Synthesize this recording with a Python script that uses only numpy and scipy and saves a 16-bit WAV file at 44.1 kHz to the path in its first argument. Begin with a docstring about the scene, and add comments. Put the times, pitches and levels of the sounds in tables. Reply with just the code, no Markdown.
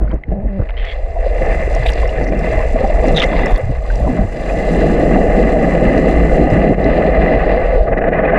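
"""A low shudder and knocks, close up: a camera housing on a pole, dragged under the sea behind a boat.
Shed vortices swing the pole near 45 Hz and it takes jolts; the wet grip moans, its clamp creaks and
rasps, bubbles tick and pop all round. Eddies of the wake drum on the shell and ring its modes, growing
to a rough wash. One microphone, right at the shell; a limiter holds the loudest peaks."""
import sys
import numpy as np
from scipy import signal
from scipy.fft import rfft, irfft
from scipy.io import wavfile
from scipy.ndimage import uniform_filter1d, minimum_filter1d

SR = 44100
rng = np.random.default_rng(int(sys.argv[2]) if len(sys.argv) > 2 else 0)


def wav_out(sig):
    """Save sig, one row per channel (or a flat mono array), as 16-bit PCM at SR to the path in sys.argv[1]."""
    wavfile.write(sys.argv[1], SR, np.round(np.clip(np.atleast_2d(sig).T, -1, 1) * 32767).astype(np.int16))


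N = 369558
T = np.arange(N) / SR
HZ = np.arange(N // 2 + 1) * SR / N
CEILING, TOP_HZ = .96, 15400

# stream of bubbles passing the housing: t/s, base level/dB
GURGLE = [(0, -31), (.15, -25.5), (.22, -38), (.6, -32), (.85, -34), (1.1, -31), (1.5, -25), (2.2, -30),
          (2.9, -19.5), (3.5, -10.5), (3.7, -29), (4.1, -17.5), (4.4, -36), (5, -28), (6, -33), (7, -40),
          (7.8, -42), (8.0, -30), (8.38, -38)]
# grit and bursting specks of air: t/s, level/dB, centre f/Hz
TICKS = [(1.7494, -33, 6500), (1.864, -34, 7400), (1.875, -40, 8500), (1.8925, -37, 8900),
         (1.9015, -39, 7000), (1.9205, -45, 7500), (1.937, -42, 7500), (2.3921, -45, 7000),
         (2.879, -49, 7250), (3.1214, -39, 7600), (3.1618, -38, 6800), (3.174, -34, 7500),
         (3.1965, -34, 6300), (3.218, -30, 4700), (3.2307, -37, 7300), (3.2425, -35, 6800),
         (3.262, -40, 5900), (3.4592, -42, 9500), (3.481, -40, 5500), (3.5085, -43, 8500),
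         (3.5741, -46, 10500), (3.579, -41, 8870), (4.0009, -46, 9050), (4.4135, -45, 7210),
         (4.7662, -41, 7100), (4.9977, -42, 7800), (5.978, -31, 4100), (6.1061, -43, 9300),
         (6.3668, -41, 7400)]
# the grip slipping evenly: t/s, f/Hz, level/dB
MOAN = [(.33, 213.5, -40), (.355, 213.4, -24.5), (.39, 192, -21), (.43, 214, -29), (.48, 221, -32),
        (.505, 199, -25), (.535, 193.6, -24), (.575, 199, -21), (.60, 185.6, -25.5)]
# its harmonics: multiple, relative level/dB
MOAN_HARMONICS = [(1, -0.5), (2, -13), (3, -9.5), (4, -24.5), (5, -32)]
# wet slips and squirts at the clamp: t/s, length/s, slip rate/Hz, ring f/Hz, width/Hz, level/dB
CREAKS = [(.008, 0.047, 200, 1100, 900, -43), (.07, .015, 300, 1700, 1200, -43),
          (0.099, 0.044, 260, 1500, 1300, -41), (.59, 0.032, 240, 1200, 800, -41),
          (0.689, 0.0063, 300, 1600, 1900, -29), (0.705, 0.0055, 300, 2300, 1900, -36.5),
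          (0.768, 0.165, 450, 2540, 1790, -39), (.849, .008, 300, 5300, 2000, -54),
          (1.858, 0.0082, 400, 3440, 1030, -25.5), (1.86, 0.0093, 360, 2200, 930, -22),
          (1.868, 0.0029, 400, 3300, 2400, -32), (1.882, 0.011, 650, 3360, 1200, -28),
          (1.862, 0.048, 550, 8000, 8000, -52), (2.227, 0.02, 310, 4970, 2400, -46),
          (2.27, 0.024, 300, 5300, 2000, -48.5), (3.161, 0.024, 486, 3530, 700, -17.5),
          (3.195, 0.008, 570, 3350, 600, -15), (3.143, .017, 550, 3820, 400, -34),
          (3.217, 0.023, 600, 2120, 2420, -17), (3.162, 0.028, 430, 2300, 1910, -22),
          (3.196, 0.013, 430, 2300, 1800, -26), (3.161, 0.033, 540, 5000, 2600, -36),
          (3.196, 0.011, 460, 4800, 2800, -36), (3.217, 0.028, 420, 5200, 3000, -39),
          (3.284, 0.29, 190, 3500, 420, -45.5)]
# the clamp rasping: t/s, slip rate/Hz, level/dB, factor on its mode pitches as the grip loads it
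RASP = [(.768, 115, -28, .92), (.78, 115, -29, 0.98), (.81, 122, -32, 0.97), (.84, 153, -29, 0.89),
        (.87, 155, -31, 1.03), (.89, 160, -30, 1.03), (.92, 180, -23, 1), (.936, 184, -29, 1.05)]
# modes of the clamp: base f/Hz, relative level/dB, t60/s
CLAMP_MODES = [(1790, -6, .016), (2120, 0.5, .024), (2690, -9, .012), (3270, -1, 0.021), (3750, -7, .012),
               (4500, -12, .01), (5600, -26, .006)]
# bubbles, from gulps of air to tiny ticks, and two faint sharp clicks near 3.9 kHz (7.982 and 8.085 s),
# the sound of loud peaks clipping: t/s, level/dB, starting f/Hz, t60/s
POPS_AND_CLICKS = [(.0114, -27, 1030, .035), (.056, -45, 3020, 0.013), (0.076, -28, 1440, 0.026),
                   (.092, -45, 4560, 0.01), (.1052, -25, 2140, 0.018), (0.1127, -21, 977, 0.043),
                   (.113, -29, 3030, 0.015), (.119, -47, 4400, 0.0092), (.1395, -41.5, 6040, 0.0087),
                   (.158, -39, 2100, .015), (0.236, -13.5, 2010, 0.014), (.454, -25, 675, .034),
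                   (.597, -9, 556, 0.043), (.85, -34, 4350, 0.019), (.9142, -35, 4460, .012),
                   (1.1058, -40, 4950, .012), (1.157, -9, 668, 0.08), (1.261, -1, 528, 0.042),
                   (1.35, -13, 624, 0.043), (1.417, -5.5, 508, 0.048), (1.46, -36, 5770, .015),
                   (1.62, -7.5, 508, 0.061), (1.675, -3, 426, 0.024), (1.707, -5, 567, 0.031),
                   (1.748, -24, 5440, 0.015), (1.757, -4.5, 640, 0.068), (1.855, -3.5, 673, 0.044),
                   (1.888, -26, 3880, 0.015), (1.9189, -25, 5500, .015), (1.9334, -21, 4770, .016),
                   (2.0303, -11, 1024, 0.029), (2.075, -30, 5290, 0.021), (2.09, -17, 2790, .025),
                   (2.04, -8, 480, .05), (2.11, -12, 496, 0.057), (2.3895, -31, 5360, 0.022),
                   (2.441, -3.5, 614, 0.042), (2.478, -10, 518, .045), (2.578, -1.5, 625, 0.036),
                   (2.6, -15, 1010, 0.042), (2.741, -5.5, 270.2, 0.056), (2.756, 0, 636, 0.046),
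                   (2.806, 0, 520, 0.056), (2.8069, -31, 4070, .012), (2.84, -2.5, 766, 0.07),
                   (2.8744, -31, 5570, 0.014), (2.899, 2.5, 626, 0.037), (2.98, -6, 615, 0.044),
                   (3.039, 1, 630, 0.037), (3.083, -21, 5430, 0.0078), (3.133, -4.5, 168, 0.17),
                   (3.2203, -10, 1191, 0.025), (3.228, -9, 2070, .025), (3.2325, -2, 2036, 0.039),
                   (3.2375, -4, 2053, 0.05), (3.246, 0, 513, 0.043), (3.364, -7, 2040, 0.016),
                   (3.458, -20.5, 5265, 0.019), (3.505, -3, 690, 0.043), (3.5076, -33, 4100, .013),
                   (3.5587, -25, 4380, 0.014), (3.591, -6, 518, .051), (3.9003, -12.5, 1526, 0.035),
                   (3.9564, -26, 5660, 0.0094), (4.067, -13, 90.4, .12), (4.0741, -11, 971, 0.027),
                   (4.042, -6, 600, 0.061), (4.066, -9.5, 730, .06), (4.08, -1.5, 268, 0.15),
                   (4.15, -9, 190, 0.11), (4.16, -12.5, 592, 0.13), (4.182, -7, 616, .07),
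                   (4.185, -2, 216, 0.11), (4.235, -13.5, 670, 0.082), (4.229, -3.5, 105.3, 0.13),
                   (4.37, -34, 4730, 0.013), (4.4927, -18, 2455, 0.042), (4.563, -14, 93.4, 0.12),
                   (5.016, -6, 585, 0.043), (5.157, -1, 700.5, 0.038), (5.558, -4, 607, .04),
                   (5.679, 1, 506, 0.047), (5.714, -6, 518, 0.044), (5.746, 0, 506, 0.036),
                   (5.91, -11, 598, 0.047), (6.5015, -24, 4940, 0.0098), (6.807, -6, 654, 0.031),
                   (6.841, -24.5, 3940, 0.024), (7.011, -2, 541, 0.041), (7.084, -1, 523.6, 0.052),
                   (7.804, -9, 643, 0.033), (7.875, -12, 1190, 0.037), (7.92, -6, 548, 0.045),
                   (7.972, -12.5, 1910, 0.052), (7.982, -32, 3900, 0.0075), (8.018, -28, 1886, 0.015),
                   (8.04, -20, 1840, 0.034), (8.075, -14, 1760, 0.047), (8.085, -39, 3890, 0.0087),
                   (8.128, -9.5, 1880, 0.067), (8.25, -14, 2420, 0.044), (8.19, -20, 1865, 0.034),
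                   (8.295, -15, 1800, 0.042), (8.333, 3, 624, 0.036)]
# their character by pitch: f/Hz, glide, share of noise
RING_KINDS = [(260, -0.18, 0.033), (500, 0.037, 0.18), (1000, .057, 0.2), (2500, .057, 0.11),
              (3900, .043, 0.44)]
# jolts along the pole: t/s, swing of the pole/dB, thud on the shell/dB
JOLTS = [(.01, -10, -19), (0.128, -8, -15), (0.278, -8, -21), (0.314, -16, -14), (0.442, -10, -15),
         (0.589, -27, -13.5), (0.611, -14, -26), (1.16, -11.5, -47), (1.41, -25, -16.5), (1.47, -5.5, -28),
         (1.72, -16, -23), (1.899, -26, -22), (2.22, -21, -13.5), (2.56, -12, -25), (2.83, -22, -8.5),
         (3.0, -14, -18.5), (3.52, 1.5, -22), (3.69, -20, -14.5), (3.77, -12, -31), (3.891, -12, -34),
         (4.0, -13, -19), (4.06, -18, -12), (4.2, -11, -15), (4.55, -22, -32), (5.07, -19, -12),
         (5.819, -20, -1), (5.89, -19, -22), (5.96, -20, -20), (6.17, -25, -26), (6.4, -11, -34),
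         (6.52, -22, -6), (6.7, -23, -1), (6.85, -20, -3), (7.17, -6.5, -29), (7.34, -25, -7),
         (7.75, -6, -31), (7.899, -25, -30)]
# steady shudder of the pole: t/s, f/Hz, base level/dB
SHUDDER = [(0, 50, -19.5), (.5, 48.16, -21), (.8, 32.67, -20.5), (1.1, 33.83, -17), (1.3, 39.4, -18.5),
           (1.75, 36.54, -13.5), (2.05, 51, -14.5), (2.25, 42.56, -17), (2.6, 45, -15), (2.8, 34.8, -12),
           (3.45, 33.9, -15.5), (3.65, 37.37, -18.5), (4.1, 57.1, -13.5), (4.4, 46.7, -23.5),
           (4.7, 39.97, -17.5), (5.4, 41.2, -13.5), (5.7, 50.1, -19.5), (6.0, 43.76, -18),
           (6.15, 57.13, -14.5), (6.6, 51.6, -16.5), (6.75, 46.1, -18.5), (7.3, 54.7, -17),
           (7.5, 42.65, -16), (7.85, 37.94, -17), (8.05, 30.2, -19.5), (8.38, 38, -21)]
# the flow stalls: centre t/s, length/s, shudder drop/dB, wake drop/dB (negative lifts)
LULLS = [(0.238, 0.093, 14, 5.5), (0.375, 0.063, 11, 2), (0.547, 0.04, 7, 1), (0.73, 0.033, 5, 2),
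         (2.358, 0.031, 11, 3.5), (3.591, 0.07, 17, -1.5), (3.84, 0.12, 2, 2.5), (4.15, 0.037, 22, 1.5),
         (4.292, 0.089, 2, 3), (6.763, 0.029, 3, 10), (7.813, 0.051, -4, 1)]
# modes of the shell: f/Hz, width/Hz, level/dB
SHELL_MODES = [(99, 90, -8), (162, 100, 0), (263, 440, -4), (500, 180, -2), (640, 180, -1), (770, 180, -9),
               (1140, 150, -22), (1230, 210, -22), (1490, 130, -25), (1790, 440, -19), (2000, 220, -14),
               (2380, 570, -29), (2730, 390, -26), (3020, 490, -30), (3560, 320, -40), (3890, 800, -36),
               (4080, 250, -36), (4800, 760, -42), (5490, 600, -43), (5950, 1030, -44), (7200, 1570, -47),
               (7640, 640, -46), (8270, 230, -52), (8880, 1900, -48), (10200, 1800, -57), (11500, 810, -60),
               (12500, 1200, -68), (13500, 900, -72), (14760, 720, -70)]
# pitches at which the shell barely moves under the microphone: f/Hz, width/Hz
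SHELL_NULLS = [(910, 40), (1390, 40), (1570, 40), (2200, 70), (3080, 450), (3770, 450), (5640, 590),
               (7960, 40), (8710, 900), (10840, 1500)]
# turned in the wake, the shell is driven in other modes: f/Hz, change side-on/dB, change end-on/dB
TURNED_EQ = [(900, 1, 1.5), (1240, -4, 0.5), (1530, -1, 6.5), (1630, -0.5, 6.5), (1964, -0.5, -4),
             (2150, 4.5, -1), (2580, 2.5, 1), (2700, 0.5, -9.5), (2950, -4.5, -5), (3350, 2, -5),
             (3750, 3, 1.5), (4060, -4, -6), (4440, 2, -0.5), (6000, 0, 2)]
# how the housing faces the flow: t/s, share side-on, share end-on
FACING = [(0, 0.42, 1), (.9, 0.6, 0), (1.3, 0.98, 0.09), (3.0, .9, 0.06), (4.2, 0.4, 0.4), (4.7, .05, 0.2),
          (6.5, .05, .05), (7.7, 0.3, 0.3), (7.9, 0.03, .95), (8.38, 0.01, .95)]
# six eddy sizes, largest first: low f/Hz, high f/Hz, shared surge/dB, own flicker/dB, bursts/dB
EDDY_SIZES = [(68, 120.4, -0.5, 4.5, 5.5), (145.5, 413, 1.3, -1.5, 3.5), (395, 863, 1, 1.28, 2),
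              (933, 3160, 1, 1.65, 3.5), (2850, 4700, 2.5, 1.35, 4), (5000, 32000, 0.5, 1.5, 3)]
# the largest eddies: t/s, level/dB
THROB = [(0, -30), (.25, -34.5), (.45, -26), (.6, -37), (.7, -50), (1.2, -44), (1.45, -28), (2.2, -26.5),
         (2.7, -33), (3.3, -28.5), (3.7, -32), (4.15, -21), (4.4, -35), (5.2, -26), (5.9, -29),
         (6.6, -29.5), (7.3, -28.5), (7.8, -30.5), (8.38, -32)]
# the next two sizes: t/s, rumble level/dB, wash level/dB
RUMBLE_AND_WASH = [(0, -30, -31), (.2, -42, -48), (.35, -37.5, -32), (.55, -44, -43), (.72, -44, -34.5),
                   (.95, -50.5, -31), (1.25, -45, -25.5), (1.45, -29.5, -19.5), (1.6, -29.5, -21.5),
                   (1.85, -34, -24), (2.15, -32.5, -24.5), (2.28, -21.5, -22), (2.5, -23, -19.5),
                   (2.72, -32, -24), (3.1, -19, -16), (3.5, -22.5, -20.5), (3.7, -45.5, -30.5),
                   (3.95, -34, -25.5), (4.15, -20, -24.5), (4.35, -30, -26), (4.6, -21.5, -16.5),
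                   (4.9, -11.5, -15), (5.3, -14.5, -14), (6.6, -13, -15), (7.3, -16.5, -13.5),
                   (7.66, -23.5, -14), (7.82, -33.5, -18.5), (7.93, -20.5, -12.5), (8.15, -20, -13.5),
                   (8.38, -21, -13.5)]
# the three smallest: t/s, level near 2 kHz/dB, near 4 kHz/dB, above 5 kHz/dB
HISS = [(0, -52, -66, -82), (.12, -51, -67, -85), (.2, -54, -72, -85), (.26, -50, -71, -85),
        (.31, -48, -69, -83), (.4, -51, -70, -82), (.48, -44.5, -65, -77.5), (.65, -45, -60, -76),
        (.75, -41, -58, -74), (.86, -34, -59, -65), (.96, -42.5, -53, -64), (1.15, -42.5, -56, -64.5),
        (1.45, -27.5, -48, -51), (1.75, -29, -43, -52), (2.05, -32.5, -42, -53.5), (2.3, -30.5, -53, -57),
        (2.45, -29.5, -45, -51.5), (2.62, -26.5, -43, -49), (2.85, -31.5, -44.5, -52.5),
        (3.08, -28.5, -41, -49.5), (3.5, -26.5, -43, -51), (3.72, -40.5, -50.5, -57.5),
        (4.3, -34, -48, -52), (4.69, -28.5, -39.5, -48.5), (5.3, -26.5, -45.5, -50),
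        (6.35, -25, -44, -50.5), (6.7, -26.5, -45, -56.5), (7.1, -24, -42, -58), (7.66, -24, -42.5, -60.5),
        (7.84, -36, -46, -64), (7.89, -25, -56, -69), (8.0, -21.5, -61, -71), (8.15, -19.5, -58, -72),
        (8.38, -19.5, -60, -76)]
# a jolt's thud in the band of each eddy size: relative level/dB
THUD_BAND_DB = [-2.5, -5, -11, -34.5, -53.5, -64]
# raggedness of the wake: t/s, factor on surge, flicker and bursts
RAGGED = [(0, 0.81), (1, .9), (2.2, 1.08), (3.6, 1.03), (4.3, 0.8), (4.7, 0.63), (6, 0.88), (7.5, 0.78),
          (7.9, 0.64), (8.38, .6)]
# gaps where the wash sputters: centre t/s, length/s, drop/dB
SPUTTER = [(7.86, .02, 6), (7.905, 0.026, 10), (7.957, 0.023, 14), (8.004, 0.02, 17.5), (8.03, .012, 10),
           (8.058, .018, 7), (8.106, 0.03, 15), (8.165, 0.034, 5.5), (8.22, .025, 7.5), (8.27, .015, 2.5),
           (8.315, 0.017, 7.5)]
# factor on that drop for each eddy size
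SPUTTER_SHARE = [0.05, .3, .6, 1.02, .5, 0.1]


def undb(db):
    """Decibels to gain."""
    return 10 ** (np.asarray(db) / 20)


def unit(x):
    """Scale to rms 1."""
    return x / np.sqrt(np.mean(x ** 2))


def curves(table):
    """Columns of a table, joined by straight lines in time."""
    s, *columns = np.transpose(table)
    return [np.interp(T, s, column) for column in columns]


def walk(rate_hz):
    """Random levels held 1 / rate_hz seconds and smoothed twice; rms 1."""
    hold = int(SR / rate_hz)
    steps = np.repeat(rng.standard_normal(N // hold + 1), hold)
    return unit(uniform_filter1d(uniform_filter1d(steps, hold), hold)[:N])


def swell(t, rise_s):
    """Smooth rise from 0 to 1."""
    return np.sin(np.pi / 2 * np.minimum(t / rise_s, 1)) ** 2


def resonance(hz, width_hz):
    """Response of one damped mode, gain 1 at its centre."""
    return 1j * HZ * width_hz / (hz ** 2 - HZ ** 2 + 1j * HZ * width_hz)


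def through(x, response):
    """Pass a sound through a frequency response."""
    return irfft(rfft(x) * response, N)


def band(x, low_hz, high_hz, order=3):
    """Band-pass a sound and scale it to rms 1."""
    return unit(signal.sosfilt(signal.butter(order, [low_hz, high_hz], "band", fs=SR, output="sos"), x))


def rings(rows):
    """Short gliding rings that swell in; snap adds a puff of noise around the pitch."""
    out = np.zeros(N + SR)
    for s, db, hz, t60, glide, snap in rows:
        t = np.arange(int(t60 * SR)) / SR
        envelope = np.exp(-np.log(1000) * t / t60) * swell(t, .14 * t60)
        ring = np.sin(2 * np.pi * hz * t * (1 + glide * t / t60))
        if snap:
            ring += snap * band(rng.standard_normal(16384), hz / 1.35, hz * 1.45)[-len(t):]
        out[int(s * SR):int(s * SR) + len(t)] += undb(db) * envelope * ring
    return out[:N]


def gurgle(count, low_hz, high_hz):
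    """A bed of random bubbles passing the housing; small ones ring high, short and faint."""
    when, smallness, luck = rng.random((count, 3)).T
    s = when * N / SR
    hz = low_hz * (high_hz / low_hz) ** smallness
    scatter_db = -2.5 * np.log(1 - .97 * luck)
    db = np.interp(s, *np.transpose(GURGLE)) - 5 * np.log2(hz / low_hz) + scatter_db
    t60, glide, snap = 28 / hz, np.full(count, .12), np.zeros(count)
    return rings(zip(s, db, hz, t60, glide, snap))


def ticks(rise_s=.00066, half_width_octaves=.37):
    """Grit and bursting specks of air, each a brief wide crack of noise."""
    out, t = np.zeros(N), np.arange(512) / SR
    envelope = t / rise_s * np.exp(1 - t / rise_s)
    spread = 2 ** half_width_octaves
    for s, db, hz in TICKS:
        crack = band(rng.standard_normal(len(t)), hz / spread, min(hz * spread, TOP_HZ))
        out[int(s * SR):int(s * SR) + len(t)] += undb(db) * crack * envelope
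    return out


def moan():
    """Even stick-slip of the wet grip: a short harmonic tone."""
    hz, db = curves(MOAN)
    phase = 2 * np.pi * np.cumsum(hz * (1 + .03 * walk(61))) / SR
    tone = sum(undb(harmonic_db) * np.cos(k * phase) for k, harmonic_db in MOAN_HARMONICS)
    gate = np.interp(T, [.31, .33, .6, .62], [0, 1, 1, 0])
    return np.sqrt(2) * tone * undb(db) * gate


def rasp():
    """Nearly even, countable slips, each striking the clamp's modes with its own mix."""
    s, rate_hz, db, stretch = np.transpose(RASP)
    out, t = np.zeros(N), np.arange(1024) / SR
    at = s[0]
    for gap_luck, *mode_luck, level_luck in rng.standard_normal((64, 2 + len(CLAMP_MODES))):
        if at >= s[-1]:
            break
        ring, load = 0, np.interp(at, s, stretch)
        for (hz, mode_db, t60), luck in zip(CLAMP_MODES, mode_luck):
            decay = np.exp(-np.log(1000) * t / t60)
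            ring += undb(mode_db + 2.9 * luck) * decay * np.sin(2 * np.pi * hz * load * t)
        gain = undb(np.interp(at, s, db) + 2.5 * level_luck)
        out[int(at * SR):int(at * SR) + len(t)] += gain * ring * swell(t, rise_s=.0009)
        at += np.exp(.13 * gap_luck) / np.interp(at, s, rate_hz)
    return out


def creaks():
    """Trains of uneven slips, each a soft puff of scraping noise, ringing the clamp."""
    out, size = np.zeros(N), 16384
    t = np.arange(512) / SR
    puff = t * np.exp(-t / .0012)
    for s, length_s, rate_hz, hz, width_hz, db in CREAKS:
        gap_luck, level_luck = rng.standard_normal((256, 2)).T
        gaps = np.exp(.4 * gap_luck) / rate_hz
        at = np.cumsum(gaps) - gaps[0]
        slips = np.zeros(size)
        slips[(at[at < length_s] * SR).astype(int)] = undb(2.5 * level_luck[at < length_s])
        scrape = np.convolve(slips, puff)[:size] * rng.standard_normal(size)
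        ring = band(scrape, hz - width_hz / 2, hz + width_hz / 2, order=4)
        out[int(s * SR):int(s * SR) + size] += undb(db) * ring * np.sqrt(length_s * SR / size)
    return out


def pops_and_clicks():
    """Big air pockets sag in pitch, small bubbles rise and snap; two faint sharp clicks near the end."""
    kind_hz, glide, snap = np.transpose(RING_KINDS)
    return rings((s, db, hz, t60, np.interp(hz, kind_hz, glide), np.interp(hz, kind_hz, snap))
                 for s, db, hz, t60 in POPS_AND_CLICKS)


def jolts(column, rise_s, fall_s):
    """Gain over time: each jolt on the pole swells in and dies away."""
    out = np.zeros(N)
    for row in JOLTS:
        t = np.maximum(T - row[0], 0)
        out += undb(row[column]) * swell(t, rise_s) * np.exp(-np.maximum(t - rise_s, 0) / fall_s)
    return out


def dips_db(table, column):
    """Level change over time: a short bell-shaped dip for each row."""
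    return -sum(row[column] * np.exp(-(2 * (T - row[0]) / row[1]) ** 2) for row in table)


def shudder():
    """Shed vortices swing the pole: a wavering tone over looser low buffeting; jolts set it ringing."""
    hz, db = curves(SHUDDER)
    tone = np.sin(2 * np.pi * np.cumsum(hz * (1 + .0654 * walk(25))) / SR)
    buffet = through(rng.standard_normal(N), resonance(38, 67) / np.sqrt(1 + (HZ / 62) ** 12))
    jolt_gain = jolts(column=1, rise_s=.018, fall_s=.029)
    swing = np.sqrt(2) * tone * np.hypot(undb(db - 2.5 + 1.6 * walk(22)), jolt_gain)
    return swing + undb(db - 1) * unit(buffet)


def shell():
    """The shell's response at the microphone: steep-sided modes, with sharp gaps at the still points."""
    power = sum((undb(db) * np.abs(resonance(hz, width)) ** 3) ** 2 for hz, width, db in SHELL_MODES)
    notches = np.prod([1 - .8 * resonance(hz, width) for hz, width in SHELL_NULLS], axis=0)
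    return np.sqrt(power) * notches


def facings():
    """The housing turns in the wake: a share over time and a shell response for each way it faces."""
    side, end = np.clip(curves(FACING), 0, 1)
    hz, *changes = np.transpose(TURNED_EQ)
    front = shell()
    side_on, end_on = [front * undb(np.interp(np.log(HZ + 1), np.log(hz), db)) for db in changes]
    return [(np.maximum(1 - side - end, 0), front), (side, side_on), (end, end_on)]


def wake():
    """Eddies of six sizes drum on the shell; all surge together, each also flickers alone; jolts thud."""
    sputter_db = dips_db(SPUTTER, column=2)
    surge, responses, out = walk(22), facings(), 0
    levels = curves(THROB) + curves(RUMBLE_AND_WASH) + curves(HISS)  # one curve for each size
    ragged, = curves(RAGGED)
    thuds = jolts(column=2, rise_s=.006, fall_s=.017)
    for eddy, db, thud_db, sputter_share in zip(EDDY_SIZES, levels, THUD_BAND_DB, SPUTTER_SHARE):
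        low_hz, high_hz, surge_db, flicker_db, burst_db = eddy
        strengths = np.minimum(rng.exponential(size=N // 128 + 1), 3)  # a new burst about every 3 ms
        bursts = uniform_filter1d(np.repeat(strengths, 128)[:N], size=128)
        rough_db = surge_db * surge + flicker_db * walk(35) + burst_db * (bursts - 1.5)
        pressure = rng.standard_normal(N) * undb(ragged * rough_db)
        passband = 1 / np.sqrt((1 + (low_hz / (HZ + 1)) ** 16) * (1 + (HZ / high_hz) ** 16))
        drumming = sum(share * through(pressure, response * passband) for share, response in responses)
        gain = np.hypot(undb(db + sputter_share * sputter_db), undb(thud_db) * thuds)
        out += gain * unit(drumming)
    return out


def scene():
    """Under water astern of the boat: flow, grip and bubbles sum at the housing's one microphone."""
    pole = shudder() * undb(dips_db(LULLS, column=2))
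    eddies = wake() * undb(dips_db(LULLS, column=3))
    grip = moan() + creaks() + rasp()
    patter = ticks() + pops_and_clicks() + gurgle(count=1100, low_hz=434, high_hz=1277)
    return (pole + eddies + grip + patter)[None]


def record(dry):
    """A quick limiter holds the loudest peaks under its ceiling; the top is cut."""
    needed_gain = np.minimum(CEILING / (np.abs(dry) + 1e-9), 1)
    held_gain = minimum_filter1d(needed_gain, size=385)
    gain = uniform_filter1d(uniform_filter1d(held_gain, size=192), size=192)
    top_cut = signal.ellip(8, .2, 70, TOP_HZ, fs=SR, output="sos")
    return signal.sosfilt(top_cut, dry * gain)


dry = scene()
out = record(dry)
wav_out(out)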